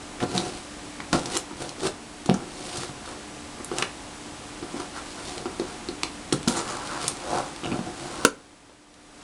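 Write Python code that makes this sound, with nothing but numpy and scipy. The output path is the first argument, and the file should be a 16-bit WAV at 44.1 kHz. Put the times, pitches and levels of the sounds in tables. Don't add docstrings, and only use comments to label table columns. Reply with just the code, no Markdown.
import sys
import numpy as np
from scipy import signal
from scipy.fft import rfft, irfft, next_fast_len
from scipy.io import wavfile
from scipy.ndimage import map_coordinates

SR = 44100
rng = np.random.default_rng(int(sys.argv[2]) if len(sys.argv) > 2 else 0)


def dump(signal):
    limited = np.clip(np.atleast_2d(signal).T, -1, 1)
    pcm = np.round(limited * 32767).astype(np.int16)
    wavfile.write(sys.argv[1], SR, pcm)


N = 407043
TIME = np.arange(N) / SR
AGE = np.arange(SR // 3) / SR


def amp(db):
    return 10 ** (np.asarray(db) / 20)


def unit(x):
    return x / np.sqrt(np.mean(x ** 2) + 1e-20)


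def crest(x):
    return x / np.abs(x).max()


def along(points, hz):
    f, v = np.transpose(points)
    return np.interp(np.log(hz + 1), np.log(f), v)


def fade(t60):
    return np.exp(-np.log(1000) * AGE / t60)


def wobble(rate):
    knots = rng.standard_normal(int(N * rate / SR) + 4)
    return map_coordinates(knots, [TIME * rate])


def colour(x, gain_db):
    m = 2 * next_fast_len(len(x) // 2 + 4096)
    gain = amp(gain_db(np.fft.rfftfreq(m, 1 / SR)))
    cepstrum = irfft(np.log(gain + 1e-6))
    cepstrum[1:m // 2] *= 2
    cepstrum[m // 2 + 1:] = 0
    response = np.exp(rfft(cepstrum))
    return irfft(rfft(x, m) * response)[:len(x)]


def shaped(x, points):
    return colour(x, lambda hz: along(points, hz))


def bump(hz, centre, q):
    detune = (hz + 1) / centre - centre / (hz + 1)
    return -10 * np.log10(1 + (q * detune) ** 2)


def add(track, s, sound):
    part = track[round(s * SR):][:len(sound)]
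    part += sound[:len(part)]


def background():
    # f/Hz, relative level/dB
    air_spectrum = [(15, -36), (25, -6), (79, -7.5), (145, -9.5), (221, -6), (264, -6), (292, -7),
                    (519, -11), (737, -12), (795, -13), (857, -13), (996, -12), (1190, -14.5),
                    (4830, -20.5), (10000, -23.5), (13000, -30.5), (22000, -120)]
    # f/Hz, rms level/dB around which each wavers
    hum_partials = [(296, -49.5), (339, -61.5), (726.7, -57.5), (845.2, -59), (1184, -61), (7868, -63.5)]
    # t/s, level/dB (the noise sits 3 dB lower)
    room_level = [(0, -38), (0.9, -37.5), (2.0, -40), (3.4, -38), (4.3, -37.5), (8.2, -37.5), (9.2, -43)]
    air = unit(shaped(rng.standard_normal(N), air_spectrum))
    hum = np.zeros(N)
    for hz, db in hum_partials:
        level = amp(db + 0.567 * wobble(5.0)) * np.sqrt(2)
        hum += level * np.sin(2 * np.pi * hz * TIME + 0.626 * wobble(13))
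    level_db = np.interp(TIME, *np.transpose(room_level))
    return amp(level_db - 3.0) * air + amp(level_db - level_db.mean()) * hum


def stroke_controls():
    # t/s of greatest effort, rise/s, fall/s, level/dB before the contact's
    stroke_rows = [ (0.225, 0.0205, 0.027, -28.5, "rub"), (0.36, 0.072, 0.11, -29.5, "dig"),
                   (0.465, 0.056, 0.072, -33, "dig"), (0.57, 0.084, 0.052, -45.5, "slit"),
                   (1.14, 0.014, 0.081, -27, "dig"), (1.27, .08, 0.085, -36.5, "dig"),
                   (1.371, 0.06, 0.0043, -29, "slit"), (1.625, 0.057, .09, -33, "dig"),
                   (1.872, 0.062, 0.014, -24, "dig"), (2.41, 0.066, 0.081, -43.5, "rub"),
                   (2.78, 0.285, 0.12, -39, "slit"), (2.835, 0.018, 0.013, -36.5, "saw"),
                   (3.07, 0.052, 0.14, -41.5, "saw"), (3.8, 0.078, .04, -33.5, "saw"),
                   (4.8, 0.11, 0.068, -38, "saw"), (4.968, 0.025, 0.054, -32, "scuff"),
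                   (5.12, 0.138, .06, -46.5, "slit"), (5.19, 0.0314, .03, -38.5, "scuff"),
                   (5.31, 0.147, 0.112, -41, "slit"), (5.41, 0.067, 0.028, -42, "rub"),
                   (5.7, 0.4, 0.23, -45, "saw"), (6.5, 0.025, 0.052, -30, "dig"),
                   (6.58, 0.054, 0.048, -27.5, "saw"), (6.7, 0.098, 0.11, -34, "saw"),
                   (6.81, 0.23, .08, -36.5, "scuff"), (6.87, 0.037, 0.034, -42, "slit"),
                   (6.94, 0.16, 0.179, -32, "scuff"), (7.04, 0.079, 0.1, -37, "slit"),
                   (7.22, 0.18, 0.39, -47, "slit"), (7.355, 0.11, 0.11, -24.5, "slide"),
                   (7.659, 0.0167, 0.073, -34, "rub"), (7.735, .02, 0.076, -36, "rub"),
                   (7.87, 0.038, 0.037, -40.5, "rub"), (8.02, 0.076, 0.18, -40, "dig"),
                   (8.2, 0.28, 0.18, -39, "saw"), (9.22, 0.071, .05, -52, "saw")]
    contact_balance = { "slit": (4, -3.5, -0.5, 963), "saw": (-2.5, -1, -2.5, 1155),
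                       "scuff": (-7, -1.5, -11.5, 1100), "dig": (-3.5, -7, 0, 933),
                       "rub": (-9, -4.5, 5.5, 1008.5), "slide": (-10, -2.5, -8, 770), }
    swell_db = 12.5
    swell_shape = 1.29
    t = np.linspace(0, TIME[-1], N // 40)
    power = []
    for s, rise, fall, db, _ in stroke_rows:
        distance = np.clip(np.maximum((s - t) / rise, (t - s) / fall), 0, 10)
        power.append(amp(db - swell_db * distance ** swell_shape) ** 2)
    power = np.array(power)
    contacts = np.array([contact_balance[row[-1]] for row in stroke_rows]).T
    gains = np.sqrt(amp(contacts[:-1]) ** 2 @ power)
    centre_hz = contacts[-1] @ power / power.sum(0)
    return [np.interp(TIME, t, curve) for curve in (*gains, centre_hz)]


def fibres(rate, smooth):
    breaks = (rng.random(N) < rate / SR) * rng.standard_normal(N)
    return unit(breaks) + smooth * rng.standard_normal(N)


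def cardboard_rasp(centre_hz, q, blend_octaves):
    # f/Hz, relative level/dB
    rasp_spectrum = [(300, -21), (520, -1), (750, -3), (1450, -3.5), (1900, -12), (3500, -22)]
    fixed_hz = np.array([740, 1080, 1430])
    shares = np.exp(-(np.log2(centre_hz / fixed_hz[:, None]) / blend_octaves) ** 2)
    voices = []
    for c in fixed_hz:
        torn = fibres(rate=500, smooth=1.0)
        voices.append(unit(colour(torn, lambda hz: along(rasp_spectrum, hz) + bump(hz, c, q))))
    return (shares * voices).sum(0) / np.linalg.norm(shares, axis=0)


def box_ring(struck_hz, q):
    # f/Hz, relative level/dB, t60/s
    box_modes = [(136.3, 1.5, 0.053), (186.5, -9.5, 0.27), (257.8, -2, 0.181), (294.5, -7.5, 0.048),
                 (351.5, -17.5, 0.075), (400.6, 4, 0.035), (467, -19.5, 0.1), (673, -24, 0.076),
                 (731, -5, 0.14), (797, -7, 0.18), (1145, -41, 0.1), (1390.5, -4, 0.0274)]
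    ring = np.zeros(len(AGE))
    for hz, db, t60 in box_modes:
        strength = amp(db + bump(hz, struck_hz, q) + rng.normal(0, 2.7))
        ring += strength * fade(t60) * np.sin(2 * np.pi * (hz * AGE + rng.random()))
    return ring


def strokes():
    # f/Hz, relative level/dB
    hiss_spectrum = [(900, -26), (1900, -2.5), (2900, 0.5), (3400, -0.5), (4300, 1.5), (5500, -0.5),
                     (6500, -2), (7700, -3), (9000, -1.5), (11000, -8)]
    # f/Hz, relative level/dB
    rumble_spectrum = [(40, -6.5), (100, -13.5), (180, -17.5), (330, 10.5), (450, 6), (800, -30.5)]
    hiss_gain, rasp_gain, rumble_gain, centre_hz = stroke_controls()
    grip = amp(0.42 * wobble(60) + 2.1 * wobble(260))
    hiss = hiss_gain * unit(shaped(fibres(rate=700, smooth=1.0), hiss_spectrum))
    rasp = rasp_gain * cardboard_rasp(centre_hz, q=1.235, blend_octaves=0.457)
    drag = fibres(rate=260, smooth=0.81)
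    hollow = unit(signal.fftconvolve(drag, box_ring(370, q=0.35))[:N])
    panels = unit(shaped(drag, rumble_spectrum)) + 0.97 * hollow
    rumble = rumble_gain * unit(panels)
    return amp(-2.0) * grip * (hiss + rasp + rumble)


def snap(centre_hz, t60, q):
    burst = rng.standard_normal(len(AGE)) * (fade(t60) + 0.029 * fade(0.071))
    return crest(colour(burst, lambda hz: bump(hz, centre_hz, q) + bump(hz, centre_hz, q=0.425)))


def snaps():
    # t/s, peak level/dB without the
    # jolt, centre f/Hz, sharpness Q, t60/s
    bursts = [(0.2028, -22.5, 1500, 0.74, 0.085), (0.227, -23, 2500, 1.4, 0.021),
              (0.3785, -10, 4170, 3, 0.0117), (1.0036, -21.5, 2140, 3.7, 0.0076),
              (1.129, -11.5, 3480, 0.63, .036), (1.258, -17.5, 4930, 1.5, 0.027),
              (1.373, -4.5, 9100, 2.05, .004), (1.692, -22.5, 5000, 1.2, 0.017),
              (1.806, -21.5, 3000, 0.38, 0.012), (1.866, -18, 6000, .5, 0.028),
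              (2.259, -24.5, 5000, 0.86, 0.037), (2.297, -13.5, 2590, 2.2, 0.0071),
              (2.3411, -20.5, 6350, 4.6, 0.03), (2.7706, -22, 5000, 0.72, 0.036),
              (3.646, -19.5, 9100, 3.16, 0.0098), (3.715, -27, 1400, 0.41, 0.022),
              (3.7846, -10.5, 4400, 0.71, 0.0072), (3.8238, -10, 3020, 1.3, 0.016),
              (3.825, -14, 1450, 1.5, 0.028), (5.38, -22.5, 4000, 0.42, 0.012),
              (5.456, -32, 1300, 0.55, 0.0206), (5.5968, -24.5, 3720, 1.5, 0.021),
              (5.887, -19, 4330, 2.9, 0.017), (6.033, -14.5, 3050, 5.4, .011),
              (6.0334, -6.5, 4180, 2.62, 0.0078), (6.3245, -15, 2940, 1.7, 0.021),
              (6.325, -15.5, 5500, 2.5, 0.019), (6.328, -7.5, 8100, 0.59, 0.0126),
              (6.43, -23, 5000, 0.49, .008), (6.477, -11.5, 5160, 2.2, 0.038), (6.482, -9, 5500, 0.34, .025),
              (6.49, -24, 8500, 1.86, 0.48), (6.566, -22, 6980, 4.8, 0.178),
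              (6.699, -28.5, 6520, 6.2, 0.125), (7.0797, -5.5, 8550, 0.57, 0.02),
              (7.5622, -25, 4360, 1.2, .008), (8.2499, 4.5, 7040, 0.6, 0.0053), (8.254, -8, 8400, 4.8, .014),
              (8.941, -32.5, 4000, 0.54, .025)]
    out = np.zeros(N)
    for s, db, centre_hz, q, t60 in bursts:
        jolt = snap(1188, 0.0051, q=3.3) * min(1, 3000 / centre_hz)
        add(out, s, amp(db) * snap(centre_hz, t60, q) + amp(db - 10.5) * jolt)
    return out


def knock(panel_hz, crunch_db):
    # f/Hz, relative level/dB
    crunch_spectrum = [(50, -21), (200, 0.5), (750, -4), (1400, 1), (2000, -14.5), (5000, -4.5),
                       (11000, -58)]
    swing = np.sin(2 * np.pi * panel_hz * AGE) * fade(8.2 / panel_hz)
    swing = crest(colour(swing, lambda hz: bump(hz, panel_hz, q=1.315)))
    flutes = rng.standard_normal(len(AGE)) * fade(0.0614)
    crunch = crest(colour(flutes, lambda hz: along(crunch_spectrum, hz) + bump(hz, 0.98 * panel_hz, q=0.28)))
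    ring = crest(box_ring(panel_hz, q=0.72)) * (1 - np.exp(-AGE / 0.002))
    return crest(swing + amp(crunch_db + 4.5) * crunch + amp(-9.0) * ring)


def knocks():
    # t/s, peak level/dB, pitch f/Hz of the struck panel, crunch/dB (raised 4.5 dB in the knock),
    # number of repeats
    blows = [(0.226, -16.5, 244.7, -6, 0), (0.349, -19, 187.3, -8, 1), (1.001, -23.5, 300, -1, 0),
             (1.129, -9, 307, -5.5, 1), (1.133, -28, 74.4, -12.5, 0), (1.138, -15, 168.1, -7, 0),
             (1.148, -14.5, 630, -17.5, 0), (1.51, -27, 286, -8, 1), (1.832, -18, 385, -9, 2),
             (2.26, -24, 298, -7, 0), (2.291, -12, 730, -19, 1), (2.291, -10.5, 193, -18, 1),
             (2.294, -11.5, 380, -33, 0), (2.341, -16, 241.6, -9, 0), (2.777, -30, 124, -10, 0),
             (2.892, -26.5, 134, 3, 0), (3.6, -27, 326, -8, 0), (3.715, -18.5, 390, -9.5, 1),
             (3.824, -18.5, 410, -9.5, 0), (4.626, -22.5, 329, -9, 0), (4.742, -23, 291.4, -20, 1),
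             (5.456, -19.5, 361.5, -8, 0), (5.597, -16.5, 366, -12.5, 1), (5.887, -20.5, 330, -16, 0),
             (6.034, -26.5, 303.6, -8, 0), (6.325, -10.5, 314.7, -10, 0), (6.333, -21.5, 145.2, -10, 0),
             (6.475, -11, 228, -8, 0), (7.331, -15.5, 740, -16.5, 0), (7.633, -24, 330, -5, 0),
             (7.718, -18, 258, -9, 1), (7.79, -20, 219.5, -7.5, 0), (8.695, -29, 330, 11, 0)]
    repeat_s, repeat_loss_db = .021, 8.5
    out = np.zeros(N)
    for s, db, panel_hz, crunch_db, repeats in blows:
        for k in range(1 + round(repeats)):
            hit = amp(db - k * repeat_loss_db) * knock(panel_hz, crunch_db)
            add(out, s + k * repeat_s, hit)
    return out


def creaks():
    # start t/s, length/s, slips per s, level/dB (each slip peaks 1.5 dB higher), centre f/Hz
    slip_runs = [(7.6375, .035, 110, -26.5, 2830), (7.717, .014, 105, -27, 2500)]
    out = np.zeros(N)
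    for start, length, rate, db, centre_hz in slip_runs:
        for s in np.arange(start, start + length, 1 / rate):
            slip = amp(db + 1.5) * snap(centre_hz, 0.0053, q=8.4)
            add(out, s + rng.normal(0, 0.0015), slip)
    return out


def stab():
    # f/Hz, level/dB before the bass cut, t60/s
    lid_modes = [(286, -8, 0.079), (453.6, -1, 0.025), (554, -13, .03), (1030, -1, 0.016),
                 (1376, 1.5, 0.016)]
    stab_s, stab_db = 8.2503, -4
    ring = sum(amp(db) * fade(t60) * np.sin(2 * np.pi * hz * AGE) for hz, db, t60 in lid_modes)
    ring = shaped(ring, [(100, -13.5), (280, 1)])
    flutes = snap(centre_hz=1100, t60=.03, q=0.35)
    out = np.zeros(N)
    add(out, stab_s, amp(stab_db) * (ring + amp(-2) * flutes))
    return out


def room(x, tail_db, wall_db, wall_s):
    # f/Hz, t60/s
    room_t60 = [(150, 0.337), (1000, 0.3), (4000, 0.2), (10000, 0.18)]
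    hz, t, z = signal.stft(rng.standard_normal(SR // 2), SR, nperseg=256)
    decay = np.exp(-np.log(1000) * t / along(room_t60, hz)[:, None])
    tail = signal.istft(z * decay, SR, nperseg=256)[1]
    wall = shaped(signal.unit_impulse(len(AGE)), [(400, 2.0), (1400, -5.5), (4000, -36)])
    answer = np.zeros(SR)
    add(answer, .005, amp(tail_db) * tail / np.linalg.norm(tail))
    add(answer, wall_s, amp(wall_db) * wall)
    return x + signal.fftconvolve(x, answer)[:N]


def scene():
    work = strokes() + snaps() + knocks() + creaks() + stab()
    return (room(work, tail_db=-7.0, wall_db=-15.5, wall_s=.0205) + background())[None]


def gain_control(x, duck_db, hold_s, smooth_s, recover_db_per_s):
    overload = np.abs(x) > .85
    last_overload = np.maximum.accumulate(np.where(overload, TIME, -np.inf))
    since = TIME - last_overload
    depth_db = np.clip(duck_db - recover_db_per_s * np.maximum(since - hold_s, 0), 0, None)
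    pole = np.exp(-1 / (smooth_s * SR))
    return x * amp(-signal.lfilter([1 - pole], [1, -pole], depth_db))


def record(dry):
    # f/Hz, gain/dB
    mic_response = [(10000, 0), (10500, -4), (11000, -13.5), (12000, -15.5), (12700, -67)]
    x = shaped(dry[0], mic_response)
    x = gain_control(x, duck_db=10.0, hold_s=0.6, smooth_s=0.023, recover_db_per_s=24)
    x = np.clip(x, -.8, .8)
    passband = np.fft.rfftfreq(N, 1 / SR) < 16500
    return irfft(rfft(x) * passband, N)[None]


dry = scene()
out = record(dry)
dump(out)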